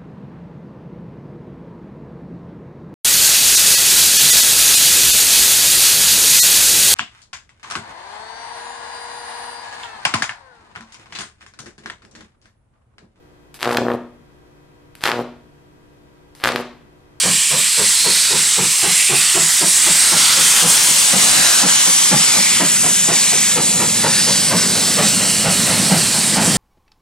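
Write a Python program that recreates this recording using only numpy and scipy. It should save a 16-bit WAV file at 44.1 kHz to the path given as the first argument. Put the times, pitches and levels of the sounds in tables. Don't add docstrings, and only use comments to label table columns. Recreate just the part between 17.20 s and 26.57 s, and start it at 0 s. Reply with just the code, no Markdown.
import sys
import numpy as np
from scipy import signal
from scipy.fft import irfft, next_fast_len
from scipy.io import wavfile
from scipy.ndimage import uniform_filter1d

SR = 44100
rng = np.random.default_rng(int(sys.argv[2]) if len(sys.argv) > 2 else 0)


def put_to_file(sound):
    columns = np.atleast_2d(sound).T
    safe = np.clip(columns, -1, 1)
    whole_steps = np.round(safe * 32767)
    wavfile.write(sys.argv[1], SR, whole_steps.astype(np.int16))


N = 413216
FRAME, HOP = 512, 128
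TIME = np.arange(N) / SR
FRAME_S = np.arange(N // HOP + 5) * HOP / SR
BIN_HZ = np.fft.rfftfreq(FRAME, 1 / SR)


# (time [s], jet at the nozzle [relative dB], roar on the ground [relative dB])
STEAM_LEVELS = [(0, -16.5, -20), (.8, -15.9, -18.5), (1.4, -16.4, -19), (2.2, -15, -20), (2.7, -13, -17),
                (3.1, -13.5, -17.5), (3.6, -13, -17), (4.3, -14, -16.5), (4.7, -12.5, -17.5),
                (5.3, -14.5, -18.5), (5.7, -14, -22), (6.1, -14.5, -19.5), (6.65, -16.3, -23),
                (7, -16.5, -19.9), (8.2, -17.5, -20.5), (9.37, -18, -21)]
# (frequency [Hz], relative level [dB])
JET_FAR = [(2500, -66), (5500, -17), (6700, -10), (7300, -0.5), (8100, 0), (8800, -2), (9600, -4.5),
           (10600, -11.5), (12500, -17.5), (14000, -25), (16000, -29)]
JET_NEAR = [(2500, -38), (5000, -9), (6000, -4.5), (7300, -3), (8800, 0), (9600, -3.5), (11000, -10.5),
            (13000, -15), (16000, -23)]
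ROAR_FAR = [(60, -15.5), (300, -25), (700, -21.5), (1050, -10.5), (1500, -8.5), (2000, -1.5), (2700, -0.5),
            (5000, 2.5), (6500, -1.5), (9000, -30), (16000, -45)]
ROAR_NEAR = [(40, -30), (150, -5.5), (400, -8.5), (900, -2.5), (2000, -0.5), (3200, 0.5), (4800, 0.5),
             (6500, -3.5), (9000, -9), (16000, -45)]

def steam_hiss(jet_db=0.34, roar_db=0.98, jet_pulse=1.08, roar_pulse=0.89):
    colour_db = passing_colour()
    pulse_db = cylinder_pressure()
    jet_level, roar_level = follow(STEAM_LEVELS, TIME) + spurts()
    jet = plume(JET_FAR, JET_NEAR, colour_db, patchy_db=1.14, flutter_db=0.6, whistle_db=1.2)
    roar = plume(ROAR_FAR, ROAR_NEAR, colour_db, patchy_db=1.13, flutter_db=.5, whistle_db=1.54)
    jet *= amp(jet_level + jet_db + jet_pulse * pulse_db)
    roar *= amp(roar_level + roar_db + roar_pulse * pulse_db + billow())
    return jet + roar


def plume(far, near, colour_db, patchy_db, flutter_db, whistle_db):
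    nearness = position(FRAME_S)[0][:, None]
    swirl_db = patchy_db * eddies(frames=45, bins=6) + whistle_db * eddies(frames=110, bins=2)
    strength = amp(blend(far, near, nearness, BIN_HZ) + colour_db + swirl_db)
    strength /= np.linalg.norm(strength, axis=1, keepdims=True)
    strength *= amp(flutter_db * eddies(frames=9, bins=70))
    spectra = at_microphones(strength).transpose(0, 2, 1)
    _, hiss = signal.istft(spectra, nperseg=FRAME, noverlap=FRAME - HOP)
    return unit(hiss[:, :N])


# (time [s], ripple spacing [Hz], depth [dB])
GROUND_RIPPLE = [(0, 546, 1), (2.0, 805, 0), (2.9, 1090, -0.5), (3.02, 1150, 3.5), (3.17, 1080, 0.5),
                 (3.45, 1180, 0), (7.2, 1370, -0.5), (8.0, 1420, 1.3), (9.37, 1440, -0.5)]
# (time [s], half length [s], pitch [Hz], half width [Hz], boost [dB])
SWISHES = [(0.303, 0.23, 2680, 690, 4), (0.862, 0.18, 4270, 450, 7), (1.892, 0.17, 2650, 870, 7),
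           (2.6, 0.27, 3865, 40, 5), (4.57, 0.12, 6700, 600, 6), (5.29, 0.16, 2200, 300, 3.5),
           (6.15, 0.85, 6500, 600, 3), (7.2, 0.44, 4800, 810, 5)]
# (frequency [Hz], change [dB])
SIDE_TONE = [(8500, -0.5), (11000, 0), (16000, -4.5)]
# (frequency [Hz], change [dB])
REAR_TONE = [(1600, 0), (1930, 1), (2300, -1.8), (2950, 0), (3460, -4), (4100, 1.1), (5600, -0.2),
             (6750, -1.3), (7600, 0)]

def passing_colour(side_bearing=0.67, side_span=.2):
    spacing_hz, depth_db = (c[:, None] for c in follow(GROUND_RIPPLE, FRAME_S))
    colour_db = depth_db * np.cos(2 * np.pi * BIN_HZ / spacing_hz) * bump(BIN_HZ, 0, 8000)
    for s, length, hz, width_hz, db in SWISHES:
        colour_db += db * np.outer(bump(FRAME_S, s, length), bump(BIN_HZ, hz, width_hz))
    from_side = np.clip((position(FRAME_S)[1] - side_bearing) / side_span, 0, 1)
    colour_db += np.outer(from_side, read(SIDE_TONE, BIN_HZ))
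    return colour_db + np.outer(from_behind(FRAME_S), read(REAR_TONE, BIN_HZ))


# (puff accent [dB],
# sag from ahead [dB], sag from behind [dB], surge from ahead [dB], surge from behind [dB])
WHEEL_TURN = [(-0.5, 1.5, -0.1, 0.5, 0.5), (-0.3, 2, 4.5, .5, 0.44), (-0.2, .7, 0, 0.4, 0.1),
              (0.5, 2.6, 3, 0.6, 1)]

def cylinder_pressure(sag_delay_s=0.011, sag_s=0.02, surge_delay_s=0.082, surge_s=0.051):
    db = np.zeros(len(FRAME_S))
    for beat, s in beats():
        _, sag_ahead, sag_behind, surge_ahead, surge_behind = WHEEL_TURN[beat % len(WHEEL_TURN)]
        sag_db = np.interp(passed(s), [0, 1], [sag_ahead, sag_behind])
        surge_db = np.interp(passed(s), [0, 1], [surge_ahead, surge_behind])
        db -= sag_db * bump(FRAME_S, s + sag_delay_s, sag_s)
        db += surge_db * bump(FRAME_S, s + surge_delay_s, surge_s)
    return np.interp(TIME, FRAME_S, db)


def billow(depth_db=1.0, crest_beat=2.8, near_lag_beats=1.84):
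    turns = (beat_count() - crest_beat - near_lag_beats * position(FRAME_S)[0]) / len(WHEEL_TURN)
    swell_db = depth_db * (1 - from_behind(FRAME_S)) * np.cos(2 * np.pi * turns)
    return np.interp(TIME, FRAME_S, swell_db)


# (start [s], length [s], jet change [dB], roar change [dB])
SPURTS = [(0.666, 0.11, 1, -1), (1.702, 0.13, 1, 1), (2.978, 0.17, -1.3, 2), (3.473, 0.064, 1, -0.5),
          (6.88, 0.22, 0, 0.4), (7.37, .07, 0, 1.4), (7.816, .08, .7, 1)]

def spurts(edge_s=.015):
    db = np.zeros((2, N))
    for s, length, jet_db, roar_db in SPURTS:
        inside_s = np.minimum(TIME - s, s + length - TIME)
        db += np.outer([jet_db, roar_db], np.clip(inside_s / edge_s + .5, 0, 1))
    return db


# (frequency [Hz], left's lead [radians])
SIDE_PHASE = [(100, .3), (1000, 0.099), (3000, 0.57), (5000, 1.3), (7200, 1.63), (9300, 2.6), (12000, 2.85),
              (16000, 2.1)]
# (frequency [Hz], left minus right [dB])
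BALANCE_AHEAD = [(100, -7), (2200, 0), (3800, -2), (6300, -3.5), (8000, 0), (9500, -5), (11500, -1.5),
                 (16000, 1)]
BALANCE_SIDE = [(100, -1), (4600, 0), (6000, 0.5), (8200, -1), (9600, 1), (11300, 4.5), (13000, 1.5),
                (15000, 0)]
# (frequency [Hz], likeness [0-1])
LIKENESS = [(25, 0.98), (160, 0.99), (450, 0.99), (800, 0.97), (2000, 1), (6500, 0.99), (8200, .9),
            (9400, 0.64), (11000, 0.52), (13300, 1), (16000, .98)]
LIKENESS_SIDE = [(100, 0.23), (2000, 1), (4000, 1), (5500, 0.99), (7500, 0.93), (9000, 0.87), (12000, 0.68),
                 (16000, 0.7)]

def at_microphones(strength, wrap_hz=4200, swing=0.99, enfold=1.7):
    _, bearing, surround = (c[:, None] for c in position(FRAME_S))
    sideways = np.clip(swing * bearing + enfold * surround, 0, 1)
    likeness = blend(LIKENESS, LIKENESS_SIDE, sideways, BIN_HZ)
    likeness *= 1 - surround * bump(BIN_HZ, 0, wrap_hz)
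    balance_db = blend(BALANCE_AHEAD, BALANCE_SIDE, sideways, BIN_HZ)
    left = np.exp(.5j * bearing * read(SIDE_PHASE, BIN_HZ)) * amp(balance_db / 2)
    return random_pair(likeness, strength.shape) * strength * np.array([left, 1 / left])


# (time [s], nearness [0-1], bearing [0 ahead, 1 beside], cloud around us [0-1])
PATH = [(0, 0.06, 0.04, 0), (2.2, 0.32, 0.04, 0.01), (2.8, 0.55, 0.014, 0.2), (3.4, 0.89, 0.055, 0.42),
        (4.0, 1, 0.47, 0.93), (4.35, 0.97, 0.71, 0.64), (4.55, 0.88, 0.93, 0.85), (5.5, 0.63, 0.97, 0.2),
        (6.4, 0.4, 0.97, 0), (7.2, 0.65, 0.76, 0), (8.1, 0.23, 0.42, 0), (8.6, 0.37, 0.16, 0),
        (9.37, 0.07, 0.16, 0.03)]

def position(s):
    return follow(PATH, s)


def passed(s, start_s=1.9, span_s=2.4):
    return np.clip((s - start_s) / span_s, 0, 1)


def from_behind(s, start_s=7.3, span_s=0.86):
    return np.clip((s - start_s) / span_s, 0, 1)


# (time [s], far cylinder [relative dB], near cylinder [relative dB], boom offset [dB])
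PUFF_LEVELS = [(0, -25.5, -27.5, -6), (1.4, -26.5, -26, -4), (2.15, -23, -24, -5.5), (2.7, -26.5, -24, -4),
               (3.4, -31, -24, -3), (4.2, -29.5, -23, -.5), (4.9, -30, -20.3, -1),
               (5.5, -23.5, -19.5, -5.5), (6.1, -26.5, -23.5, -8), (6.7, -21.5, -19.5, -5.5),
               (7.9, -30, -19.5, -7), (8.5, -24.5, -21, -0.5), (9.37, -31, -20.5, -14)]
# (time [s], extra boom [dB])
HEAVY_PUFFS = [(.065, 6.5), (1.4, 4.5), (3.45, 3.5), (4.93, 3.5), (7.33, 5.5), (8.72, 6)]
# (frequency [Hz], relative level [dB])
BARK_AHEAD = [(40, -33), (150, 1), (260, -12), (365, 3), (510, -5), (750, -4.5), (1100, -4), (1600, -6),
              (4000, -28), (12000, -60)]
BARK_BEHIND = [(40, -25), (140, -0.5), (290, 2.5), (400, -1), (560, 1), (830, -1), (1050, -3), (1300, -3),
               (1600, -4), (1900, -6), (3000, -7), (12000, -39)]
BOOM_TONE = [(25, -38), (60, -42), (100, -23), (135, -7.5), (163, 6), (200, -2), (260, -16), (400, -21),
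             (1500, -45)]

def chimney(bark_db=2.5, valve_open_s=0.15, boom_lag=1.47, rebound_s=0.043, rebound_db=-5.5):
    out, t = np.zeros((2, N)), np.arange(SR // 4) / SR
    valve = np.exp(-(t / valve_open_s) ** 6)
    for beat, peak_s in beats():
        far_db, near_db, boom_db = follow(PUFF_LEVELS, peak_s)
        boom_db += sum(db for s, db in HEAVY_PUFFS if abs(s - peak_s) < .1)
        level = (near_db if beat % 2 else far_db) + WHEEL_TURN[beat % len(WHEEL_TURN)][0]
        rise_s = .035 - .011 * position(peak_s)[0]
        start_s, gone = peak_s - rise_s, passed(peak_s)
        rise_s += 0.0049 * from_behind(peak_s)

        def bark_tone(hz):
            return blend(BARK_AHEAD, BARK_BEHIND, gone, hz) + hollow_ring(hz) + ground_echo(hz, beat)

        bark = puff(bark_tone, swell(t / rise_s, sharpness=1.52 + 0.22 * gone) * valve)
        boom = puff(lambda hz: read(BOOM_TONE, hz), swell(t / rise_s / boom_lag, sharpness=3.6))
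        boom *= amp(level + boom_db)
        add(out, start_s, amp(level + bark_db) * bark + boom)
        add(out, start_s + rebound_s, amp(rebound_db - 7 * gone) * boom)
    return out


def puff(colour_db, shape):
    gust = noise(colour_db, size=len(shape)) * shape
    return gust * np.sqrt(np.sum(shape ** 2) / np.sum(gust ** 2 / 2))


# (pitch [Hz], half width [Hz], boost [dB])
CHIMNEY_NOTES = [(510, 65, 2.5), (660, 28, 2), (820, 53, 3.5), (960, 74, 3.5), (1910, 90, 6)]

def hollow_ring(hz):
    return sum(db * bump(hz, pitch_hz, width_hz) for pitch_hz, width_hz, db in CHIMNEY_NOTES)


def ground_echo(hz, beat, bounce=.72, rough_hz=2800, nearest_spacing_hz=246.5, nearest_beat=15.1):
    distance = np.hypot(1, 0.1416 * (beat - nearest_beat))
    spacing_hz = nearest_spacing_hz * distance
    echo = bounce * bump(hz, 0, rough_hz) * np.exp(-2j * np.pi * hz / spacing_hz)
    return 20 * np.log10(abs(1 + echo))


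# (time [s], puff rate [beats per second])
SPEED = [(0, 3.679), (1.6, 3.846), (3, 3.956), (9.37, 4.39)]

def beat_count(first_beat=.236):
    return np.cumsum(follow(SPEED, FRAME_S)[0]) * HOP / SR - first_beat


def beats(late_beats=.018):
    count = beat_count()
    return [(k, np.interp(k + late_beats * (k % 2), count, FRAME_S)) for k in range(int(count[-1]) + 1)]


# (time [s], relative level [dB])
DRUM_LEVELS = [(0, -51), (2.4, -48), (3.3, -39), (4.3, -43), (5.4, -31.5), (6.2, -32.5), (6.55, -24.5),
               (7.1, -27.5), (7.5, -22.5), (8.15, -25), (8.6, -19.5), (8.9, -24.5), (9.1, -24), (9.24, -16),
               (9.37, -19.5)]
# (frequency [Hz], relative level [dB])
DRUM_TONE = [(20, -41), (45, -30), (70, -18), (105, -9), (150, -4), (185, 1), (215, 0.5), (260, -6),
             (340, -12.5), (600, -14), (1200, -19), (3000, -31), (12000, -57)]
# (time [s], relative level [dB])
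KNOCKS = [(7.343, -7), (7.508, -12), (8.284, -7), (8.718, -0.5), (9.136, -15), (9.275, -10), (9.353, -7)]
# (base pitch [Hz], relative level [dB], time to fade by 60 dB [s])
WAGON_NOTES = [(112, -23, 0.098), (171.5, -2, 0.19), (221, -13, 0.14), (290, -25, 0.035), (484, 8, 0.011),
               (640, -13, 0.076), (990, -16, 0.048)]

def wagon_wheels(drum_db=-1.0, knock_db=-2.5, contact_s=0.0031):
    out = noise(lambda hz: read(DRUM_TONE, hz), size=N) * amp(follow(DRUM_LEVELS, TIME)[0] + drum_db)
    t = np.arange(SR // 4) / SR
    for s, level in KNOCKS:
        ring = np.zeros(len(t))
        for hz, db, fade_s in WAGON_NOTES:
            cycles = hz * rng.uniform(1.0, 1.05) * t + rng.random()
            ring += amp(db - 60 * t / fade_s) * np.sin(2 * np.pi * cycles)
        add(out, s, amp(level + knock_db) * ring * (1 - np.exp(-t / contact_s)))
    return out


def cloud_gust(peak_s=4.15, half_length_s=0.11, db=-30):
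    out, t = np.zeros((2, N)), np.arange(SR) / SR
    tone = [(20, -23), (85, -1), (200, 4), (600, -20), (3000, -45)]  # (frequency [Hz], level [dB])
    gust = np.array([noise(lambda hz: read(tone, hz), size=SR)[0] for _ in range(2)])
    add(out, peak_s - .5, amp(db) * gust * bump(t, .5, half_length_s))
    return out


def lineside_echoes(sound, fade_s=0.64, echo_db=-19, echoes_per_s=2000):
    t = np.arange(SR // 2) / SR
    echoes = rng.standard_normal((2, len(t))) * (rng.random((2, len(t))) < echoes_per_s / SR)
    echoes *= amp(-60 * t / fade_s) * (t > .02)
    echoes += echoes.mean(0) * 2
    echoes /= np.linalg.norm(echoes[0])
    return amp(echo_db) * signal.fftconvolve(sound, echoes, axes=1)[:, :N]


def amp(db):
    return 10 ** (np.asarray(db) / 20)


def unit(x):
    return x / np.sqrt(np.mean(x ** 2) + 1e-20)


def bump(x, centre, half_width):
    return np.exp(-((x - centre) / half_width) ** 2)


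def swell(age, sharpness):
    return (age * np.exp(1 - age)) ** sharpness


def read(points, hz):
    f, value = np.transpose(points)
    return np.interp(np.log(hz + 1), np.log(f + 1), value)


def blend(first, second, share, hz):
    return (1 - share) * read(first, hz) + share * read(second, hz)


def follow(rows, t):
    s, *columns = np.transpose(rows)
    return [np.interp(t, s, c) for c in columns]


def add(mix, s, sound):
    part = mix[:, max(0, round(s * SR)):][:, :sound.shape[-1]]
    part += sound[..., :part.shape[1]]


def random_pair(likeness, shape):
    a, b, c, d = rng.standard_normal((4, *shape))
    likeness = np.clip(likeness, 0, 1)
    mid = np.sqrt(1 + likeness) * (a + 1j * b)
    side = np.sqrt(1 - likeness) * (c + 1j * d)
    return np.array([mid + side, mid - side]) / 2


def noise(colour_db, size):
    padded = next_fast_len(size)
    hz = np.fft.rfftfreq(padded, 1 / SR)
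    spectra = random_pair(read(LIKENESS, hz), hz.shape) * amp(colour_db(hz))
    return unit(irfft(spectra, padded)[:, :size])


def eddies(frames, bins):
    speckle = rng.standard_normal((len(FRAME_S), len(BIN_HZ)))
    streaks = uniform_filter1d(speckle, frames, 0, mode="wrap")
    return unit(uniform_filter1d(streaks, bins, 1, mode="wrap"))


def scene():
    puffs = chimney()
    hiss = steam_hiss()
    train = puffs + lineside_echoes(puffs) + wagon_wheels()
    return hiss + train * amp([[-.3], [.3]]) + cloud_gust()


def record(dry):
    ceiling, cutoff_hz = .92, 15900
    rounded = dry / (1 + (dry / ceiling) ** 8) ** (1 / 8)
    lowpass = signal.firwin(511, cutoff_hz, window=("kaiser", 9), fs=SR)
    return signal.oaconvolve(rounded, lowpass[None], "same")


dry = scene()
out = record(dry)
put_to_file(out)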